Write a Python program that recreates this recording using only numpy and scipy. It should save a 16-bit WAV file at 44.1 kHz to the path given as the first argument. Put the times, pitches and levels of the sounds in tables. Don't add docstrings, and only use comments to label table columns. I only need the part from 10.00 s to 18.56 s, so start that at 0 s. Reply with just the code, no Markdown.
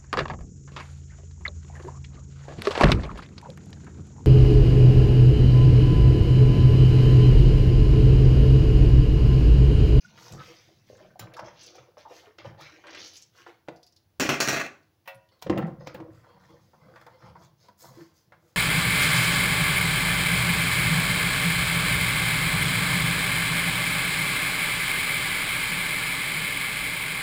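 import sys
import numpy as np
from scipy import signal
from scipy.fft import rfft, irfft, next_fast_len
from scipy.io import wavfile
from scipy.ndimage import uniform_filter1d

SR = 44100
rng = np.random.default_rng(int(sys.argv[2]) if len(sys.argv) > 2 else 0)


def file_out(sig):
    cols = np.atleast_2d(sig).T
    lim = np.clip(cols, -1, 1)
    pcm = np.round(lim * 32767).astype(np.int16)
    wavfile.write(sys.argv[1], SR, pcm)


N = 377496

# (frequency [Hz], level [dB])
WATER = [(150, -33), (260, -20.5), (325, 8.5), (415, -3.5), (480, 6), (570, 2), (1000, 1.5), (1800, 5),
         (3000, 1), (7000, -21)]
# (frequency [Hz], level [dB])
FOAM = [(500, 6.5), (1500, 1.5), (2500, -1.5), (4000, -1), (6300, 5.5), (7800, -16), (15000, 2)]
AIR_ATTACK_S = 0.0016


def amp(db):
    return 10 ** (np.asarray(db) / 20)


def unit(x):
    return x / np.sqrt(np.mean(x ** 2) + 1e-20)


def peak(x):
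    return x / (np.abs(x).max() + 1e-20)


def along(points, hz):
    f, v = np.transpose(points)
    return np.interp(np.log(hz + 1), np.log(f + 1), v)


def ring_time():
    return np.arange(SR // 2) / SR


def splash_time():
    return np.arange(SR // 5) / SR


def fade(t, t60):
    return amp(-60 * t / np.maximum(t60, 1e-3))


def burst(t, t60, attack):
    return fade(t, t60) * (1 - np.exp(-t / attack))


def stroke(rise, t60):
    t = np.arange(int((rise + t60 * 2 / 3) * SR) + 1024) / SR
    swell = np.sin(np.pi / 2 * np.minimum(t / max(rise, 1e-3), 1))
    return swell * fade(np.maximum(t - rise, 0), t60)


def add(out, s, x):
    part = out[max(round(s * SR), 0):][:len(x)]
    part += x[:len(part)]


def filtered(x, gain):
    m = next_fast_len(len(x) + 4096)
    return irfft(rfft(x, m) * gain(np.fft.rfftfreq(m, 1 / SR)), m)[:len(x)]


def coloured(x, points):
    return unit(filtered(x, lambda hz: amp(along(points, hz))))


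def noise(points, size):
    return coloured(rng.standard_normal(size), points)


def dying(t60s):
    hz, t, z = signal.stft(rng.standard_normal(SR // 2), SR, nperseg=256)
    return signal.istft(z * fade(t, along(t60s, hz)[:, None]), SR, nperseg=256)[1][:SR // 2]


def ring(modes, scatter_db, wander):
    t = ring_time()
    knots = np.linspace(0, t[-1], num=50)
    out = np.zeros(len(t))
    for hz, db, t60 in modes:
        phase = np.interp(t, knots, np.cumsum(wander * rng.standard_normal(len(knots))))
        tone = np.sin(2 * np.pi * hz * t + phase - phase[0])
        out += amp(db + scatter_db * rng.normal()) * fade(t, t60) * tone
    return out


def bubbles(pitch, rate, spread, cycles, size_db, rise):
    size = len(pitch)
    u = rng.random((int(rate * size / SR) + 1, 4))
    start = (u[:, 0] * size).astype(int)
    scatter = np.exp(spread * (u[:, 1] + u[:, 2] - 1))
    hz = np.clip(pitch[start] * scatter, 150, 15000)[:, None]
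    loud = amp(size_db * np.minimum(-np.log(u[:, 3]), 3.5))[:, None]
    k = np.arange(int(min(SR * cycles / np.percentile(hz, 10), 1500)))
    age = hz * k / SR / cycles
    turns = cycles * age * (1 + rise * np.minimum(age, 1) / 2)
    wave = loud * fade(age, 0.54) * (1 - np.exp(-20 * age)) * np.sin(2 * np.pi * turns)
    return unit(np.bincount((start[:, None] + k).ravel(), wave.ravel(), size)[:size])


def cavities(x, depth_db):
    z = signal.stft(x, nperseg=512, noverlap=384)[2]
    field = uniform_filter1d(rng.standard_normal(z.shape), size=4, axis=0)
    field = uniform_filter1d(field, size=24, axis=1)
    z = z * amp(depth_db * np.tanh(unit(field)))
    return unit(signal.istft(z, nperseg=512, noverlap=384)[1][:len(x)])


def background():
    # (frequency [Hz], level [dB])
    room_floor = [(15, -58), (25, -23), (69, -12), (101, -7.5), (260, -23), (331, -21), (1020, -29),
                  (1340, -33), (1570, -31), (2120, -34), (5730, -35), (8810, -47), (15500, -38)]
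    # (frequency [Hz], rms level [dB])
    hum_lines = [(96.9, -82.5), (333.8, -83.5), (10153, -92)]
    t = np.arange(N) / SR
    hum = sum(amp(db) * np.sqrt(2) * np.sin(2 * np.pi * hz * t) for hz, db in hum_lines)
    return amp(-70.5) * noise(room_floor, size=N) + hum


def kitchen(x, early_db, wet_db):
    # (frequency [Hz], t60 [s])
    room_t60 = [(100, 0.42), (300, 0.33), (1000, 0.41), (5000, 0.27), (14000, 0.1)]
    out, hop = np.zeros(N), SR // 3
    for start in range(0, N, hop):
        tail = dying(room_t60)
        delays_s = rng.uniform(0, .012, size=9)
        early = np.bincount((delays_s * SR).astype(int), rng.choice([-1, 1], size=9), len(tail))
        answer = amp(early_db) * early / np.linalg.norm(early)
        answer = answer + amp(wet_db) * tail / np.linalg.norm(tail)
        add(out, start / SR + 0.001512, signal.fftconvolve(x[start:start + hop], answer))
    return x + out


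def in_pan(x):
    # (frequency [Hz], gain [dB])
    hollow_gain = [(330, 1.5), (400, -5), (490, 4.5), (720, 1.5), (870, 0), (1080, 2), (2100, -2.5),
                   (2500, -7), (3000, -9.5), (3300, -1.5), (3800, -3), (5100, 3), (5450, -2), (7000, 3)]
    pan_in_s = 5.6
    inside = np.clip((np.arange(N) / SR - pan_in_s) * 10, 0, 1)
    return (1 - inside) * x + inside * filtered(x, lambda hz: amp(along(hollow_gain, hz)))


def bowl():
    # (time [s], level [dB], lower mode [Hz])
    thumps = [(0.333, -42.5, 138.5), (0.388, -42, 135.5), (1.206, -40, 119.5), (1.416, -43, 136),
              (1.791, -52.5, 126.5), (2.464, -38, 135), (2.604, -50.5, 143), (5.149, -50, 129),
              (5.446, -42.5, 152), (5.628, -22, 156.3), (5.675, -35, 156.9), (6.856, -48, 195),
              (7.268, -48, 79.7), (7.682, -59, 202), (8, -47, 158)]
    # (time [s], body level [dB], clack level [dB], gain of the modes below 250 Hz [dB])
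    knocks = [(3.684, -30.5, -31, -9.5), (5.467, -28.5, -34.5, 3.5), (5.497, -12, -21.5, -2.5),
              (5.517, -18.5, -46, 5.5), (5.558, -22, -41, 3.5), (5.575, -23.5, -25.5, 15),
              (5.583, -17.5, -46, -3.5), (5.621, -28, -46, 21), (5.872, -37.5, -31, -2),
              (5.947, -37.5, -35, 19), (6.001, -34, -40, 0)]
    # (mode [Hz], level [dB], t60 [s])
    bowl_modes = [(90, -18.5, 0.26), (141.1, -5, 0.2), (165.2, -11, 0.27), (196, -2, 0.15),
                  (321.7, 0.5, 0.13), (343.7, -3, 0.099), (482, -5, 0.122), (780, -17.5, 0.17),
                  (942, -12, 0.094), (1050, -13, 0.099)]
    # (frequency [Hz], level [dB])
    clack_spectrum = [(200, -27), (500, 10.5), (1000, 0), (2500, -5.5), (4500, -15), (7000, -24.5),
                      (15000, -50.5)]
    out, t = np.zeros(N), ring_time()
    for s, db, hz in thumps:
        thump = ring([(hz, 0, .2), (hz * 1.4, -7, .12)], scatter_db=2.0, wander=0.36)
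        add(out, s, amp(db) * peak(thump * burst(t, 0.9, attack=0.013)))
    for s, body_db, clack_db, depth_db in knocks:
        modes = [(hz, level + depth_db * (hz < 250), t60) for hz, level, t60 in bowl_modes]
        body = peak(ring(modes, scatter_db=0.5, wander=0.58) * (1 - np.exp(-t / 0.0015)))
        clack = noise(clack_spectrum, size=len(t)) * burst(t, 0.041, attack=0.00085)
        add(out, s, amp(body_db) * body + amp(clack_db) * clack)
    return out


def basin_tone(x, boom_db, edge_db, spacing_hz):
    strike_point_db = 2
    tilt = [(350, boom_db), (700, 0), (2600, 0), (5000, edge_db)]
    comb = lambda hz: strike_point_db * np.cos(2 * np.pi * hz / spacing_hz)
    return filtered(x, lambda hz: amp(along(tilt, hz) + comb(hz)))


def basin():
    # (time [s], level [dB], boom [dB], edge [dB], spacing of favoured modes [Hz])
    clatter = [(4.1986, -13, 1.5, 3.5, 2660), (4.2033, -14.5, 5, 3, 2470), (4.2096, -11.5, 6.5, 2, 3000),
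               (4.291, -7, 0, -4, 2850), (4.2974, -14.5, 2, -4.5, 2720), (4.4029, -12.5, 0, 4.5, 2170),
               (4.4077, -11.5, -4.5, 5.5, 2380), (4.4232, -23, 0, 6, 2120), (4.4759, -17, 2, -7.5, 2020),
               (4.4858, -12, -3, 3, 2050), (4.4915, -14, 0.5, 0.5, 1950), (4.5301, -22.5, 7, 5.5, 2100),
               (4.563, -17, 2.5, -4.5, 2150), (4.596, -23, 3, -9, 1980)]
    # (start [s], end [s], level [dB], boom [dB], edge [dB], spacing of favoured modes [Hz])
    chatter = [(4.219, 4.28, -32, 3, -7, 2800), (4.304, 4.37, -33.5, 5.5, -5.5, 2750),
               (4.412, 4.498, -35, -4, 5, 2150), (4.496, 4.614, -30.5, -4.5, -5.5, 2100),
               (4.609, 4.677, -39, 0.5, -8, 2150)]
    # (mode [Hz], level [dB], t60 [s])
    basin_modes = [(142, 1, .36), (161, -3, .28), (203, -2, .25), (251, 0, .28), (305, 0, .28),
                   (410, -4, .22), (482, -2, .25), (557, 1, .34), (689, -2, .36), (845, -4, .3),
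                   (1130, -1, .32), (1396, -2, .28), (1463, -2, .28), (1560, -3, .3), (1730, -3, .25),
                   (1844, -1, .3), (1914, 0, .3), (2431, 0, .3), (2541, 0, .28), (2658, 1, .32),
                   (2790, -3, .22), (3310, -6, .22), (4005, -10, .2), (4295, -5, .33), (4760, -8, .28),
                   (5280, -5, .26), (5638, -1, .28), (5880, -7, .3), (6270, -6, .26), (6520, -8, .18),
                   (6990, -7, .26), (8950, -13, .2), (9580, -14, .16), (10600, -16, .16)]
    # (frequency [Hz], level [dB])
    wash_spectrum = [(41, -51), (70, -38), (125, -6.5), (222, -7), (311, 3), (511, -6), (670, 2.5),
                     (785, -5.5), (1130, -0.5), (1850, -1.5), (2220, -5.5), (2600, -2.5), (3490, -10.5),
                     (4700, -8), (4970, -16), (5250, -6), (6400, -8), (7100, -10.5), (8500, -23),
                     (15500, -23.5)]
    # (frequency [Hz], t60 [s])
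    wash_t60 = [(200, 0.45), (2500, 0.36), (7000, 0.35), (12000, 0.28)]
    wash_spacing_hz, wash_ripple_db = 55, 4
    rattles_per_s, rattle_scatter_db = 260, 4
    out, t = np.zeros(N), ring_time()

    grid = np.arange(0, SR / 2, wash_spacing_hz)
    ripple = np.tanh(rng.standard_normal(len(grid)))
    ripple_db = lambda hz: wash_ripple_db * np.interp(hz, grid, ripple) * (hz > 800)
    wash = lambda x: filtered(x, lambda hz: amp(along(wash_spectrum, hz) + ripple_db(hz)))

    for s, db, boom_db, edge_db, spacing_hz in clatter:
        crack = unit(wash(rng.standard_normal(len(t)))) * fade(t, 0.033)
        crash = amp(3.0) * crack + amp(-18.0) * unit(wash(dying(wash_t60)))
        ringing = ring(basin_modes, scatter_db=1.0, wander=0.65) * (1 - np.exp(-t / 0.00067))
        blow = crash + amp(-18.5) * ringing
        add(out, s, amp(db) * basin_tone(peak(blow), boom_db, edge_db, spacing_hz))

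    upper_modes = [mode for mode in basin_modes if mode[0] > 500]
    for start, end, db, boom_db, edge_db, spacing_hz in chatter:
        size = max(int((end - start) * SR), 2)
        signs = rng.choice([-1, 1], size)
        force = amp(rattle_scatter_db * np.clip(rng.standard_normal(size), -2, 1.5))
        contacts = signs * force * (rng.random(size) < rattles_per_s / SR)
        pressure = signal.fftconvolve(contacts ** 2, fade(t, 0.02))
        rasp = unit(np.sqrt(np.abs(pressure)) * wash(rng.standard_normal(len(pressure))))
        light_ring = ring(upper_modes, scatter_db=4.5, wander=1.0) * fade(t, 0.15)
        ringing = unit(signal.fftconvolve(contacts, light_ring))
        scrape = basin_tone(rasp + amp(-3.5) * ringing, boom_db, edge_db, spacing_hz)
        add(out, start, amp(db) * np.sqrt(size / len(rasp)) * scrape)
    return out


def taps(rows, modes):
    # (frequency [Hz], level [dB])
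    tick_spectrum = [(300, -12.5), (700, -2.5), (2500, -14.5), (4500, -9.5), (6500, -13), (8500, -20),
                     (15000, -12)]
    shimmer_spectrum = [(450, -28.5), (700, 1.0), (2800, 1.0), (4500, -10.0), (7500, -23), (15000, -11.0)]
    out, t = np.zeros(N), ring_time()
    for s, tick_db, ring_db, sparkle_db in rows:
        contact = [(hz, level + sparkle_db * (hz > 7500)) for hz, level in tick_spectrum]
        tick = peak(noise(contact, size=len(t)) * burst(t, 0.033, attack=0.00058))
        shimmer = noise(shimmer_spectrum, size=len(t)) * burst(t, 0.14, attack=0.0008)
        tone = peak(ring(modes, scatter_db=4.0, wander=0.36) * (1 - np.exp(-t / 0.0016)))
        tone = tone + amp(-1.5) * peak(shimmer)
        add(out, s, amp(tick_db) * tick + amp(ring_db) * tone)
    return out


def glass_taps():
    # (time [s], tick level [dB], ring level [dB], tick gain above 7.5 kHz [dB])
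    tap_rows = [(1.1942, -28, -35.5, 2), (2.3845, -38.5, -63, -28)]
    # (mode [Hz], level [dB], t60 [s])
    glass_modes = [(1550, -5, 0.25), (3400, -2, 0.1), (3940, -5, .12), (5150, 5, 0.037), (5800, -7, 0.089),
                   (7140, 11, 0.028), (9640, -1, 0.07), (10800, -11, .09)]
    return taps(tap_rows, glass_modes)


def pan_taps():
    # (time [s], tick level [dB], ring level [dB], tick gain above 7.5 kHz [dB])
    tap_rows = [(5.057, -59, -51, -6), (5.0754, -35, -31, 1), (5.417, -44, -62, -1),
                (5.4231, -26.5, -42.5, -4.5), (5.4969, -35, -49, -20), (5.5762, -55.5, -59, 6),
                (5.5824, -36, -50, 31), (5.8711, -36.5, -50, -14), (5.9439, -42.5, -43, 2)]
    # (mode [Hz], level [dB], t60 [s])
    pan_modes = [(545, -3, .35), (635, -8, .38), (738, -1, .33), (850, 0, .11), (925, 2, .09),
                 (969, -5, .42), (1060, -4, .1), (1437, -7, .38), (1878, -2, .32), (1970, 1, .1),
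                 (2210, -1, .1), (2340, -3, .15), (2430, -2, .09), (2665, -2, .15), (2853, -4, .13),
                 (3070, -4, .14), (3420, -14, .2), (3704, -15, .2), (4150, -9, .11), (4484, -15, .13),
                 (5020, -14, .11), (5630, -14, .11)]
    return taps(tap_rows, pan_modes)


def finger_ticks():
    # (time [s], level [dB], knock pitch [Hz], snap level re knock [dB])
    tick_rows = [(6.503, -64, 1200, 11), (6.733, -49.5, 850, -14), (6.958, -39.5, 1610, -12),
                 (7.013, -47.5, 1280, 1), (7.065, -40.5, 980, -3.5), (7.223, -45, 1090, -19),
                 (7.353, -44, 940, -19), (7.684, -48, 1000, 1), (8.321, -40, 1470, -16)]
    snap_spectrum = [(1000, -2), (2200, 7), (5200, -2), (7500, -19), (15000, -17)]
    out, t = np.zeros(N), ring_time()
    for s, db, hz, snap_db in tick_rows:
        knock_spectrum = [(hz / 4, -22), (hz * 0.4, -3), (hz, 0), (hz * 1.67, -5), (hz * 3, -24), (hz * 8, -50)]
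        knock = noise(knock_spectrum, size=len(t)) * burst(t, 0.13, attack=0.00045)
        snap = noise(snap_spectrum, size=len(t)) * burst(t, 0.047, attack=0.00044)
        add(out, s, amp(db) * (peak(knock) + amp(snap_db) * peak(snap)))
    return out


def gulps():
    # (time [s], glide length [s], level [dB], first pitch [Hz], last pitch [Hz])
    gulp_rows = [(0.378, 0.047, -49, 1342, 1262), (1.365, 0.0178, -41, 1463, 900),
                 (1.469, .018, -51, 1055, 930), (2.051, 0.02, -46, 990, 778),
                 (2.578, .03, -52.5, 772, 1018), (2.608, 0.05, -58, 1220, 1630),
                 (2.659, .012, -48.5, 1860, 2300), (2.68, .025, -66, 2000, 2300)]
    churn_db = -3.5
    out, t = np.zeros(N), splash_time()
    for s, length, db, first_hz, last_hz in gulp_rows:
        pitch = first_hz * (last_hz / first_hz) ** np.minimum(t / length, 1)
        pocket = np.sin(2 * np.pi * np.cumsum(pitch) / SR) * (1 - np.exp(-t / AIR_ATTACK_S))
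        churn = bubbles(pitch, rate=2300, spread=0.18, cycles=14, size_db=1.0, rise=0)
        add(out, s, amp(db) * (pocket + amp(churn_db) * churn) * fade(np.maximum(t - length, 0), 0.022))
    return out


def sloshing():
    # (start [s], rise [s], t60 [s], level [dB], bubble pitch [Hz])
    sweeps = [(0.02, 0.12, 0.24, -61.5, 870), (0.1, 0.24, 0.59, -56.5, 697), (0.31, 0.052, 0.4, -51, 384),
              (0.47, 0.037, 0.32, -56, 450), (0.616, 0.094, 0.32, -64, 306),
              (0.881, 0.15, 0.52, -59.5, 840), (1.191, 0.027, 0.44, -48.5, 632),
              (1.289, 0.071, 0.12, -53, 980), (1.392, 0.012, 0.41, -44.5, 780),
              (1.6, 0.18, 0.69, -58.5, 593), (2.079, 0.047, 0.53, -58, 840), (2.21, 0.074, 0.15, -58, 1160),
              (2.382, 0.0052, 0.27, -52.5, 770), (2.44, 0.12, 0.44, -53.5, 674),
              (2.571, 0.013, 0.42, -58.5, 850), (2.7, 0.042, 0.61, -61, 300),
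              (2.834, 0.084, 0.47, -51.5, 1110), (2.84, 0.1, 0.44, -54, 210),
              (3.329, 0.076, 0.2, -63.5, 535), (3.46, 0.036, 0.12, -54, 660), (5.5, 0.076, 0.38, -37, 710),
              (5.64, 0.034, 0.28, -44, 340), (5.858, 0.016, 0.35, -51, 514), (5.941, 0.015, 0.56, -45, 647),
              (6.23, 0.035, 0.65, -61.5, 906), (6.39, 0.047, 0.17, -61.5, 1730),
              (6.48, 0.033, 0.62, -62, 700), (6.781, 0.16, 0.52, -61, 656), (7.2, 0.039, 0.4, -57, 885),
              (7.352, 0.077, 0.24, -61, 580), (7.82, 0.03, 0.52, -56.5, 734), (7.949, 0.05, 0.38, -63, 341),
              (8.27, 0.19, 0.56, -69, 560)]
    # (start [s], rise [s], t60 [s], level [dB])
    pushes = [(0.03, 0.04, 2.2, -58), (0.3, 0.053, 0.34, -42.5), (0.551, 0.56, 1.1, -61.5),
              (1.191, 0.04, 0.22, -45), (1.398, 0.033, 0.63, -54), (2.399, 0.091, 0.57, -51.5),
              (5.66, 0.048, 1.6, -47.5), (6.091, 0.051, 0.24, -51), (6.32, 0.038, 5.6, -61),
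              (6.812, 0.019, 0.77, -59), (7.217, 0.03, 0.91, -54), (7.818, 0.093, 0.47, -55),
              (8.25, 0.0318, 2.6, -70)]
    # (frequency [Hz], level [dB])
    rumble = [(30, 3.5), (60, -10), (90, -1), (130, 3.5), (200, -3.5), (270, -16.5), (500, -75)]
    out = np.zeros(N)
    for s, rise, t60, db, hz in sweeps:
        effort = stroke(rise, t60)
        pitch = np.full(len(effort), hz)
        cloud = bubbles(pitch, rate=260, spread=1.32, cycles=18, size_db=3.5, rise=0.057)
        add(out, s, amp(db) * effort * cavities(coloured(cloud, WATER), depth_db=-0.5))
    for s, rise, t60, db in pushes:
        effort = stroke(rise, t60)
        add(out, s, amp(db) * effort * noise(rumble, size=len(effort)))
    return out


def squeezed_foam():
    # (start [s], rise [s], t60 [s], foam level [dB], spray level [dB], foam pitch [Hz])
    squeezes = [(0.0, 0.016, 1.9, -63, -89, 4400), (0.14, 0.12, 1.11, -54.5, -62.5, 4320),
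                (0.38, 0.084, 1.06, -54.5, -65.5, 3700), (0.839, 0.067, 0.72, -64.5, -74, 4200),
                (0.981, 0.051, 0.36, -64, -91, 2800), (1.189, 0.0058, 0.17, -52.5, -72, 5000),
                (1.438, 0.025, 0.31, -54.5, -89, 3700), (1.738, 0.022, 0.44, -59.5, -80, 4060),
                (1.969, 0.024, 0.2, -53.5, -70, 3100), (2.07, 0.12, 0.33, -56, -64, 3600),
                (2.382, 0.0026, 0.19, -49.5, -88, 2750), (2.44, 0.021, 0.2, -51.5, -69, 2480),
                (2.573, 0.05, 0.93, -53, -70, 3270), (3.12, 0.047, 0.34, -57, -67, 4740),
                (3.32, 0.084, 0.28, -57, -67, 3260), (3.458, 0.019, 0.29, -58, -68.5, 2710),
                (5.788, 0.028, 0.52, -59, -93, 2560), (5.861, 0.013, 0.16, -47, -73, 2800),
                (6.099, 0.066, 0.78, -67, -73.5, 2350), (6.381, .05, 1.2, -67.5, -79, 3170),
                (6.597, 0.033, 2.1, -77, -81, 4290), (6.848, 0.18, 0.84, -65.5, -77.5, 2540),
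                (7.159, 0.091, 0.27, -68, -97, 4430), (7.37, 0.075, 0.18, -66, -73, 3740),
                (7.57, 0.079, 0.29, -65.5, -78, 4450), (7.77, 0.063, 0.47, -60, -57.5, 6900),
                (7.901, 0.11, 0.45, -62.5, -68.5, 3470), (8.128, 0.051, 0.36, -69.5, -73.5, 4660),
                (8.379, 0.14, 0.41, -76.5, -74, 2980)]
    # (frequency [Hz], level [dB])
    spray_spectrum = [(3000, 2), (7000, 4.5), (9000, -5.5), (12500, 2), (15500, -2)]
    pops_per_s, pop_re_foam_db = 80, -9
    out = np.zeros(N)
    for s, rise, t60, foam_db, spray_db, hz in squeezes:
        effort = stroke(rise, t60)
        pitch = np.full(len(effort), hz)
        foam = bubbles(pitch, rate=1500, spread=0.88, cycles=12.3, size_db=2.5, rise=0.056)
        foam = cavities(coloured(foam, FOAM), depth_db=6.0)
        spray = bubbles(2 * pitch, rate=1500, spread=0.33, cycles=1.5, size_db=1.5, rise=0)
        spray = coloured(spray, spray_spectrum)
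        pops = bubbles(pitch, rate=pops_per_s, spread=0.71, cycles=22, size_db=7, rise=0.044)
        crackle = amp(foam_db) * (foam + amp(pop_re_foam_db) * pops)
        add(out, s, effort * (crackle + amp(spray_db) * spray))
    return out


def draining():
    # (start [s], rise [s], t60 [s], level [dB], first bubble pitch [Hz])
    drains = [(1.531, 0.14, 0.34, -52.5, 3240), (2.579, 0.09, 0.24, -73, 1390),
              (2.83, 0.22, 0.41, -46, 2170)]
    # (frequency [Hz], level [dB])
    drone_spectrum = [(150, -31), (270, -18.5), (330, 6.5), (400, -30), (490, -8), (700, -21), (2000, -56)]
    octaves_per_s, top_hz, drone_db = 5.03, 5020, -18
    out = np.zeros(N)
    for s, rise, t60, db, hz in drains:
        flow = stroke(rise, t60)
        pitch = np.minimum(hz * 2 ** (octaves_per_s * np.arange(len(flow)) / SR), top_hz)
        stream = bubbles(pitch, rate=1100, spread=0.63, cycles=10, size_db=3.0, rise=.05)
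        stream = cavities(coloured(stream, FOAM), depth_db=0.5)
        drone = amp(drone_db) * noise(drone_spectrum, size=len(flow))
        add(out, s, amp(db) * flow * (stream + drone))
    return out


def squelches():
    # (time [s], level [dB], pitch [Hz], t60 [s])
    squelch_rows = [(0.176, -40.5, 1270, 0.042), (0.263, -42.5, 900, .06), (0.335, -40, 626, 0.051),
                    (0.401, -41, 1310, 0.062), (0.979, -51.5, 1100, 0.062), (1.009, -66, 1180, 0.079),
                    (1.044, -58, 880, 0.062), (1.392, -28.5, 740, 0.031), (1.471, -39, 610, 0.056),
                    (1.782, -45.5, 1190, 0.042), (1.97, -40, 855, 0.041), (2.102, -40.5, 535, 0.12),
                    (2.447, -35, 726, 0.062), (2.611, -40, 1390, 0.043), (2.839, -40, 1110, 0.079),
                    (2.869, -39, 1900, 0.046), (2.948, -34, 1980, 0.036), (3.464, -34.5, 870, 0.02),
                    (3.677, -46, 1510, .06), (5.576, -33, 1920, 0.032), (5.586, -25.5, 650, 0.037),
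                    (5.625, -29, 870, 0.033), (5.808, -40, 557, 0.089), (6.24, -49, 1270, 0.13),
                    (6.295, -51, 1060, 0.18), (6.365, -49.5, 960, 0.088), (6.435, -52, 1710, .06),
                    (7.245, -54, 950, .1), (7.295, -66, 906, 0.056), (7.415, -51, 1050, .06),
                    (7.838, -41, 754, 0.08), (8.006, -42.5, 1980, 0.049)]
    out, t = np.zeros(N), splash_time()
    for s, db, hz, t60 in squelch_rows:
        pitch = np.full(len(t), hz)
        cloud = bubbles(pitch, rate=1000, spread=0.322, cycles=8.4, size_db=8.0, rise=0.28)
        slap_spectrum = [(hz / 4, -24), (hz / 1.2, -4), (hz, 0), (hz * 2, -8), (hz * 5, -26), (hz * 9, -50)]
        slap = noise(slap_spectrum, size=len(t))
        wet = coloured(cloud, WATER) + amp(-5) * slap
        add(out, s, amp(db) * peak(wet * burst(t, t60, attack=0.00024)))
    return out


def plops():
    # (time [s], level [dB], first pitch [Hz], t60 [s])
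    plop_rows = [(0.047, -44.5, 1446, 0.059), (0.479, -49.5, 469, 0.24), (0.9, -30, 505, 0.023),
                 (0.93, -32.5, 505, 0.022), (1.006, -39.5, 608, 0.037), (1.157, -34.5, 710, 0.021),
                 (1.047, -44, 620, 0.045), (1.105, -57, 1527, 0.051), (1.432, -36.5, 640, 0.056),
                 (1.784, -36.5, 534, 0.026), (1.975, -30.5, 573, 0.02), (2.11, -42, 486, .05),
                 (2.449, -33.5, 542, 0.036), (2.521, -47, 810, .05), (2.272, -48, 425, 0.11),
                 (3.686, -41, 694, 0.097), (3.724, -45, 670, .08), (3.754, -45, 708, 0.082),
                 (3.779, -59, 636, 0.045), (5.464, -22, 500, 0.033), (5.5, -19.5, 307, 0.098),
                 (5.545, -22, 339.4, 0.14), (5.578, -27, 498, 0.062), (5.805, -44.5, 516, 0.059),
                 (6.96, -53, 1760, .08), (7.066, -43, 900, 0.066), (7.355, -43, 950, 0.051),
                 (7.685, -47.5, 967, 0.05), (7.972, -39, 337, 0.11), (8.013, -42, 325, 0.13)]
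    splash_db = -21.5
    out, t = np.zeros(N), splash_time()
    for s, db, hz, t60 in plop_rows:
        pocket = np.sin(2 * np.pi * hz * t * (1 + 0.69 * t))
        pitch = np.full(len(t), hz)
        splash = bubbles(pitch, rate=770, spread=0.43, cycles=6.7, size_db=2.0, rise=0.26)
        add(out, s, amp(db) * (pocket + amp(splash_db) * splash) * burst(t, t60, attack=AIR_ATTACK_S))
    return out


def drips():
    # (time [s], level [dB], spatter pitch [Hz])
    drip_rows = [(0.3222, -37.5, 6060), (1.3378, -43, 3960), (1.367, -43.5, 5640), (1.393, -39, 4850),
                 (1.628, -44, 7050), (1.6641, -37, 5040), (1.7568, -46, 4760), (2.6093, -40.5, 5070),
                 (2.983, -46, 2760), (3.014, -51, 4700), (3.038, -55, 6000), (3.076, -43, 6240),
                 (3.136, -41, 4297), (3.1549, -41, 5050), (3.1662, -35, 6170), (3.2181, -37.5, 5740),
                 (3.761, -52, 5300), (3.83, -45, 5200), (3.865, -45.5, 5230), (3.9226, -54, 5460),
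                 (3.963, -49, 4800), (4.828, -61, 5190), (5.145, -49.5, 10100), (5.2885, -56, 3770),
                 (5.392, -58, 3900)]
    # (frequency [Hz], level [dB])
    landing_spectrum = [(1500, -13.5), (2800, 1.5), (7000, 4), (8500, -17), (11000, 2.5), (13000, -13),
                        (15500, -8)]
    drip_t60_s, mist_db = 0.043, -25.5
    out, t = np.zeros(N), splash_time()
    for s, db, hz in drip_rows:
        pitch = np.full(len(t), hz)
        spatter = bubbles(pitch, rate=760, spread=0.19, cycles=24, size_db=3.5, rise=0.054)
        mist = bubbles(2 * pitch, rate=5400, spread=0.12, cycles=8.7, size_db=6.0, rise=0.054)
        landing = noise(landing_spectrum, size=len(t)) * fade(t, 0.018)
        spray = (spatter + amp(mist_db) * mist) * burst(t, drip_t60_s, attack=0.0023)
        add(out, s, amp(db) * peak(spray + amp(-7.5) * landing))
    return out


def pan_wall(f):
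    # (resonance [Hz], width [Hz], level [dB])
    resonances = [(503, 84, 0), (860, 60, -2), (1046, 83, 1), (1585, 120, -12.5), (2066, 71, -8.5),
                  (3310, 160, -12.5), (4030, 300, -17), (4510, 240, -14.5), (5070, 330, -17.5),
                  (5520, 160, -22)]
    return sum((-1) ** k * amp(db) * 1j * f * width / (hz * hz - f * f + 1j * f * width)
               for k, (hz, width, db) in enumerate(resonances))


def scrubbing():
    # (start [s], rise [s], t60 [s], level [dB])
    rubs = [(5.311, 0.013, 0.24, -60), (6.149, 0.2, 0.57, -64.5), (6.48, 0.017, 0.42, -62.5),
            (6.76, 0.092, 0.43, -64.5), (7.1, 0.047, 0.27, -60), (7.2, 0.1, 0.086, -55.5),
            (7.355, 0.014, 0.12, -61), (7.4, 0.044, 0.15, -60), (7.6, 0.06, 0.14, -64.5),
            (7.82, 0.031, 1, -60), (7.94, 0.063, 0.17, -58.5), (8.319, .006, .35, -74.5)]
    slips_per_s, slip_scatter_db = 1800, 1
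    out = np.zeros(N)
    for s, rise, t60, db in rubs:
        effort = stroke(rise, t60)
        size = len(effort)
        signs = rng.choice([-1, 1], size)
        force = amp(slip_scatter_db * rng.standard_normal(size))
        slips = signs * force * (rng.random(size) < slips_per_s / SR)
        add(out, s, amp(db) * effort * cavities(filtered(slips, pan_wall), depth_db=6.5))
    return out


def scene():
    washing = sloshing() + squeezed_foam() + draining() + squelches() + plops() + drips()
    water = kitchen(in_pan(washing) + scrubbing() + gulps(), early_db=-5.0, wet_db=-6.5)
    bumps = kitchen(bowl(), early_db=-24.0, wet_db=-10.0)
    clinks = kitchen(glass_taps() + pan_taps() + in_pan(finger_ticks()), early_db=-20, wet_db=-10.0)
    clatter = kitchen(basin(), early_db=-15.0, wet_db=-12.5)
    return (amp(-1.17) * (water + bumps + clinks + clatter) + background())[None]


def record(dry):
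    # (frequency [Hz], gain [dB])
    mic_gain = [(25, -21), (50, -7.5), (80, 1), (13500, -0.5), (14400, -1), (15200, 5.5), (15800, 6)]
    top_hz = 15800
    passband = lambda hz: np.clip((top_hz - hz) / 300 + .5, 0, 1)
    return np.array([filtered(x, lambda hz: amp(along(mic_gain, hz)) * passband(hz)) for x in dry])


dry = scene()
out = record(dry)
file_out(out)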